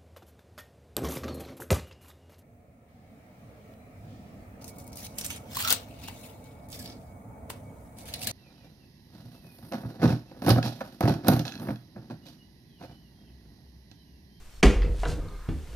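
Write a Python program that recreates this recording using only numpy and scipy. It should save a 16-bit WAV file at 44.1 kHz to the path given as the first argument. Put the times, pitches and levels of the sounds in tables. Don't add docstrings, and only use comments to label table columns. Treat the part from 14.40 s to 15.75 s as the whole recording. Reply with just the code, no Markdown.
import sys
import numpy as np
from scipy import signal
from scipy.fft import rfft, irfft
from scipy.io import wavfile
from scipy.ndimage import uniform_filter1d

SR = 44100
rng = np.random.default_rng(int(sys.argv[2]) if len(sys.argv) > 2 else 0)


def waveform_to_disk(signal):
    frames = np.transpose(np.atleast_2d(signal))
    scaled = np.clip(frames, -1, 1) * 32767
    samples = np.round(scaled).astype(np.int16)
    wavfile.write(sys.argv[1], SR, samples)


def ratio_of_db(decibels):
    return 10 ** (np.asarray(decibels, float) / 20)


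N = 59535

# start [s], strength [dB], hardness [dB/octave].
BLOWS = [(.2282, -13, 0.5), (.2297, -7.5, -2), (.234, -17, -1), (.2375, -20, 4), (.2475, -30, -1),
         (.2545, -20, 1), (.265, -14.5, -4.5), (.285, -36, -12), (.309, -54, -16), (.326, -26, -7.5),
         (.447, -40, -1), (.472, -36.5, -9)]
# frequency [Hz], spectrum [dB per Hz].
METAL_CRACK = [(300, -46), (700, 14.5), (1500, 18.5), (4500, -15), (9000, -39), (16000, -71)]
TIME_S = np.arange(N) / SR


def evened(x):
    return x / np.sqrt(np.mean(x ** 2) + 1e-20)


def read(points, hz):
    f, value = np.transpose(points)
    return np.interp(np.log(hz + 1), np.log(f + 1), value)


def coloured(x, points, tilt_db=0):
    hz = np.fft.rfftfreq(len(x), 1 / SR)
    gain_db = read(points, hz) + tilt_db * np.log2((hz + 60) / 1000)
    return evened(irfft(rfft(x) * ratio_of_db(gain_db), len(x)))


def ring(x, peaks):
    out = np.zeros(len(x))
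    for hz, width_hz, db in peaks:
        r = np.exp(-np.pi * max(width_hz, 3) / SR)
        w = 2 * np.pi * hz / SR
        out += ratio_of_db(db) * signal.lfilter([(1 - r) * np.sin(w)], [1, -2 * r * np.cos(w), r * r], x)
    return out


def level(curve):
    s, db = np.transpose(curve)
    s = np.r_[s[0] - .03, s, s[-1] + .03]
    db = np.r_[-110, db, -110]
    return ratio_of_db(np.interp(TIME_S, s, db))


def gritty(per_s, spread_db):
    slips = rng.standard_normal(N) * (rng.random(N) < per_s / SR)
    return slips * ratio_of_db(spread_db * np.minimum(rng.exponential(1, N), 4))


def knocks(rows, modes, crack, crack_db, crack_s, rise_s, room_db, push=1, flip=1):
    out = np.zeros(N + SR)
    t = np.arange(SR // 2) / SR
    hz, width_hz, mode_db = np.transpose(modes)[:, :, None]
    sign = flip ** np.arange(len(hz))[:, None]
    decaying = np.exp(-np.pi * width_hz * t) * np.sin(2 * np.pi * hz * t)
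    for s, db, hard_db in rows:
        spot_db = rng.standard_normal(hz.shape)
        size = sign * ratio_of_db(mode_db + spot_db + hard_db * np.log2(hz / 1000))
        body = (size * decaying).sum(0)
        body = push * body / abs(body).max()
        burst = coloured(rng.standard_normal(len(t)), crack, hard_db) * np.exp(-t / crack_s)
        at = round(s * SR)
        out[at:at + len(t)] += ratio_of_db(db) * (body + ratio_of_db(crack_db) * burst) * np.minimum(t / rise_s, 1)
    return out[:N] + ratio_of_db(room_db) * shop(out[:N])


def swelling_tones(rows, rise_s):
    s, db, hz, t60_s = np.transpose(rows)[:, :, None]
    t = np.maximum(TIME_S - s, 0)
    envelope = ratio_of_db(db - 60 * t / t60_s) * (1 - np.exp(-t / rise_s))
    return (envelope * np.sin(2 * np.pi * hz * t)).sum(0)


def deck_blow():
    # mode [Hz], width [Hz], level [dB].
    deck = [(154, 15, -10.5), (217.6, 24, 0.5), (265, 44, -5.5), (304, 8.6, -3), (371, 42, 5.5),
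            (491, 37, -6), (724, 130, -26), (840, 100, -19), (930, 31, -33), (1687, 110, -6),
            (1950, 200, 3), (2280, 120, -22), (5860, 510, -18)]
    # frequency [Hz], spectrum [dB per Hz].
    deck_crack = [(300, -12), (600, 5), (2400, 1.5), (3200, 0), (6200, -6), (10000, -17), (16000, -38)]
    return knocks(BLOWS, deck, deck_crack, crack_db=-5.5, crack_s=0.0059, rise_s=0.00092,
                  room_db=-4.0, flip=-0.93)


def deck_wobble():
    # start [s], strength [dB], frequency [Hz], t60 [s].
    bounces = [(0.249, -2.5, 50.8, 0.2), (.2675, 3, 49.4, 0.033), (0.358, -11.5, 46, 0.25),
               (.405, -14, 47.8, 0.37), (0.497, -13, 49, 0.31), (0.586, -19, 44.6, 0.7),
               (0.676, -34, 37.3, 0.55), (0.732, -21, 50.4, 0.17), (0.787, -25, 40, 0.29),
               (0.918, -32, 37.1, 0.94), (1.093, -21.5, 39.3, 0.25), (1.146, -24.5, 73.8, 0.35),
               (1.301, -32.5, 57.7, 0.47)]
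    return swelling_tones(bounces, rise_s=0.0087)


def loose_pings():
    # start [s], strength [dB], frequency [Hz], t60 [s].
    notes_struck = [(.2282, -6, 2300, 0.015), (.2285, -33, 4530, 0.017), (.2315, -18, 6030, 0.02),
                    (.232, -22, 4760, 0.024), (.2317, -13, 317, 0.043), (.232, -18.5, 1088, 0.061),
                    (.232, -20.5, 736, 0.13), (.2375, -22, 4520, 0.022), (.243, -9, 395, 0.088),
                    (.257, -20.5, 1950, 0.052), (.265, -25.5, 2750, 0.033), (.282, -34, 250, .1),
                    (.2345, -18, 270, 0.17), (.25, -24.5, 536, 0.16), (.27, -46, 626, 0.12),
                    (.233, -23, 2224, 0.036), (.236, -21, 1720, 0.053), (.352, -36, 400, 0.18),
                    (.4205, -40, 1866, 0.089), (.4225, -42, 2070, 0.032), (.4215, -40, 3210, 0.029),
                    (.431, -40.5, 2615, 0.048), (.432, -44.5, 4700, .04), (.4445, -44, 2040, 0.042),
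                    (.4515, -40, 2340, 0.028), (.462, -36.5, 2600, 0.021), (.6335, -47, 2860, 0.026),
                    (.643, -34, 2780, 0.036), (.654, -30.5, 1520, 0.046), (.655, -29.5, 469.4, 0.16),
                    (.66, -38.5, 274, 0.11), (.585, -41, 174, 0.13), (.693, -38, 1550, 0.051),
                    (.696, -52, 3750, .04), (.711, -44, 4200, 0.056), (.713, -50, 1550, 0.084),
                    (.717, -45, 3920, 0.04), (.721, -49, 4150, 0.033), (.73, -47, 2720, .08),
                    (.8848, -40, 4320, 0.014), (.8848, -42.5, 3750, 0.016), (.885, -54, 2220, 0.027),
                    (.921, -51, 4200, 0.033), (.933, -52, 4080, 0.026), (.957, -58, 4220, 0.11),
                    (1.088, -48, 3390, 0.046), (1.089, -48, 2800, 0.038), (1.088, -59, 4650, 0.037),
                    (1.089, -46, 1053, 0.045)]
    return swelling_tones(notes_struck, rise_s=0.0018)


def rattle():
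    # time [s], level [dB].
    shaking = [(.3, -22), (.36, -35.5), (.43, -35.5), (.46, -26.5), (.62, -48.5), (.67, -31), (.74, -33),
               (.79, -34), (.9, -41.5), (1.06, -58), (1.35, -49.5)]
    # resonance [Hz], width [Hz], level [dB].
    rattlers = [(71.5, 4.8, 12), (97.3, 20.6, 4.5), (154, 26, 2.5), (234, 6.9, -7), (306.5, 47, -4.5),
                (403, 45, -7.5), (483.7, 15, -1.5)]
    return level(shaking) * evened(ring(gritty(1500, 0.48), rattlers))


def latch_clack():
    # start [s], strength [dB], hardness [dB/octave].
    clacks = [
        (.6332, -17, -1),
        (.643, -43, 11),
        (.6525, -25.5, 11.5),
        (.6575, -23, -10),
        (.661, -28, -2),
        (.677, -35, -23),
    ]
    # mode [Hz], width [Hz], level [dB].
    latch = [(432, 38, -5.5), (668, 76, 2.5), (724, 35, -4.5), (1092, 89, -9), (1460, 21, -13),
             (1950, 37, -9.5), (2960, 190, -6.5), (3920, 230, -8)]
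    return knocks(clacks, latch, METAL_CRACK, crack_db=-8.5, crack_s=0.0053, rise_s=0.00096, room_db=-6.5)


def tube_thud():
    # start [s], strength [dB], hardness [dB/octave].
    thuds = [
        (1.0872, -15, -1),
        (1.103, -34.5, -7.5),
        (1.118, -32.5, -4),
        (1.152, -29, -5),
        (1.327, -37.5, 5),
        (1.347, -30, 2),
    ]
    # mode [Hz], width [Hz], level [dB].
    seat = [(93, 19.7, 2), (146, 33, 2.5), (239.3, 14.7, -7), (315, 25, -5), (435, 54, -2.5),
            (1000, 145, -11), (1680, 300, -37), (2180, 200, -39), (2690, 110, -21.5), (3270, 120, -31)]
    # frequency [Hz], spectrum [dB per Hz].
    seat_crack = [(200, 15.5), (600, 8), (2000, -2), (5000, -11.5), (16000, -31)]
    return knocks(thuds, seat, seat_crack, crack_db=-18.5, crack_s=0.014, rise_s=0.0026,
                  room_db=-2.5, push=-1.16)


def metal_ticks():
    # start [s], strength [dB], hardness [dB/octave].
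    ticks = [(.4203, -21.5, -6), (.4285, -29, 0), (.8853, -51, 5), (1.0886, -33.5, 0), (1.0945, -52, 7),
             (1.2745, -48, -7)]
    # mode [Hz], width [Hz], level [dB].
    pin = [(2050, 180, 0), (2800, 220, -3), (3450, 220, 0), (4250, 220, 0), (4850, 220, -3)]
    return knocks(ticks, pin, METAL_CRACK, crack_db=-14, crack_s=.004, rise_s=.0004, room_db=-4)


def mat_swish():
    # time [s], level [dB].
    swish = [(.52, -64.5), (.6, -49.5), (.66, -50), (.7, -42.5), (.735, -47), (.78, -60), (.82, -66)]
    # frequency [Hz], spectrum [dB per Hz].
    mat = [(600, -1.5), (1500, -6), (4000, -5.5), (9100, -11.5), (14000, -27), (16000, -36)]
    return level(swish) * coloured(gritty(6000, 1.2), mat)


def tube_drag():
    # time [s], level [dB].
    drag = [(.76, -67), (.84, -55), (.95, -54.5), (1.02, -55.5), (1.07, -52), (1.11, -59.5), (1.17, -84)]
    # frequency [Hz], width [Hz], level [dB].
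    sleeve = [(1090, 130, -4), (1224, 50, 4), (1550, 81, -5), (2120, 69, -8.5), (3350, 97, -17),
              (4100, 200, -22)]
    sleeve_end = [(1045, 77, 5), (1370, 230, 4), (1620, 110, 2.5)]
    slips = gritty(8000, 1.2)
    home = np.interp(TIME_S, [0.97, 1.07], [0, 1])
    early = np.sqrt(1 - home) * evened(ring(slips, sleeve))
    late = np.sqrt(home) * evened(ring(slips[::-1], sleeve_end))
    return level(drag) * (early + late)


def cloth_rustle():
    # time [s], level [dB].
    rustle = [(1.1, -66), (1.176, -56.5), (1.35, -52.5)]
    # frequency [Hz], spectrum [dB per Hz].
    cloth = [(300, 1), (600, -9), (3000, -14), (10500, -24.5), (16000, -36)]
    return level(rustle) * coloured(gritty(7500, 1.9), cloth)


def metal_squeak():
    # resonance [Hz], width [Hz], level [dB].
    creep = [(4390, 25, 0), (5430, 25, 0), (7600, 40, -8)]
    start_s, length_s, squeak_db = .12, .09, -66
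    u = np.clip((TIME_S - start_s) / length_s, 0, 1)
    envelope = np.sin(np.pi * u) ** 0.12
    return ratio_of_db(squeak_db) * envelope * evened(ring(rng.standard_normal(N), creep))


def hum():
    # frequency [Hz], width [Hz], level [dB].
    whine = [(8590, 53, 0)]
    return ratio_of_db(-77) * evened(ring(rng.standard_normal(N), whine))


def floor_mid():
    # frequency [Hz], spectrum [dB per Hz].
    spectrum = [(20, 0.5), (50, -3), (95, -13), (150, -22), (500, -30.5), (2300, -35), (5500, -38),
                (15000, -47)]
    return ratio_of_db(-45.5) * dulled(coloured(rng.standard_normal(N), spectrum))


def floor_side():
    # frequency [Hz], spectrum [dB per Hz].
    spectrum = [(20, -1), (200, -8.5), (500, -16), (14700, -23), (16000, -31)]
    return ratio_of_db(-61) * dulled(coloured(rng.standard_normal(N), spectrum))


def shop(x):
    # frequency [Hz], t60 [s].
    decay = [(100, 0.11), (300, 0.43), (1000, 0.45), (3000, 0.43), (8000, 0.36), (15000, 0.36)]
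    taps = np.zeros(SR // 2 + 40)
    at = np.arange(200, SR // 2, 20)
    taps[at + rng.integers(0, 20, len(at))] = rng.choice([-1., 1.], len(at))
    hz, t, z = signal.stft(taps, SR, nperseg=256)
    fading = ratio_of_db(-60 * t / read(decay, hz)[:, None])
    tail = signal.istft(z * fading, SR, nperseg=256)[1]
    return signal.fftconvolve(x, tail / np.linalg.norm(tail))[:N]


def ports(mid):
    # frequency [Hz], side minus mid [dB].
    side_gain = [(40, -27), (130, -5), (290, -32), (640, -30), (1410, -31.5), (3100, -17.5), (6820, -9),
                 (13000, 1)]
    lock = 0.34
    i = np.arange(SR // 4)
    smear = rng.standard_normal(len(i)) * np.exp(-i / 1200)
    loose = rfft(signal.fftconvolve(mid, smear / np.linalg.norm(smear))[:N])
    side = 1j * lock * rfft(mid) + np.sqrt(1 - lock ** 2) * loose
    return irfft(side * ratio_of_db(read(side_gain, np.fft.rfftfreq(N, 1 / SR))), N)


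def dulled(x):
    return irfft(rfft(x) * (np.fft.rfftfreq(N, 1 / SR) < 15300), N)


def scene():
    hits = deck_blow() + latch_clack() + metal_ticks() + dulled(tube_thud())
    rubbing = mat_swish() + tube_drag() + cloth_rustle() + rattle() + metal_squeak()
    pings = loose_pings()
    near = hits + dulled(rubbing) + deck_wobble() + pings
    mid = near + floor_mid() + hum() + ratio_of_db(-10) * shop(pings)
    side = ports(near) + floor_side()
    return np.array([mid + side, mid - side])


def low_pass(x):
    return signal.sosfilt(signal.butter(12, 16500, fs=SR, output="sos"), x)


def record(dry):
    lead_s, duck_db, limit = 0.016, -11.5, .9
    treble = signal.sosfiltfilt(signal.butter(2, 300, "high", fs=SR, output="sos"), dry)
    ahead_s = BLOWS[0][0] - TIME_S
    dip = uniform_filter1d(((ahead_s > .003) & (ahead_s < lead_s)) * 1., size=40)
    ducked = dry - treble * dip * (1 - ratio_of_db(duck_db))
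    return low_pass(limit * np.tanh(ducked / limit))


dry = scene()
out = record(dry)
waveform_to_disk(out)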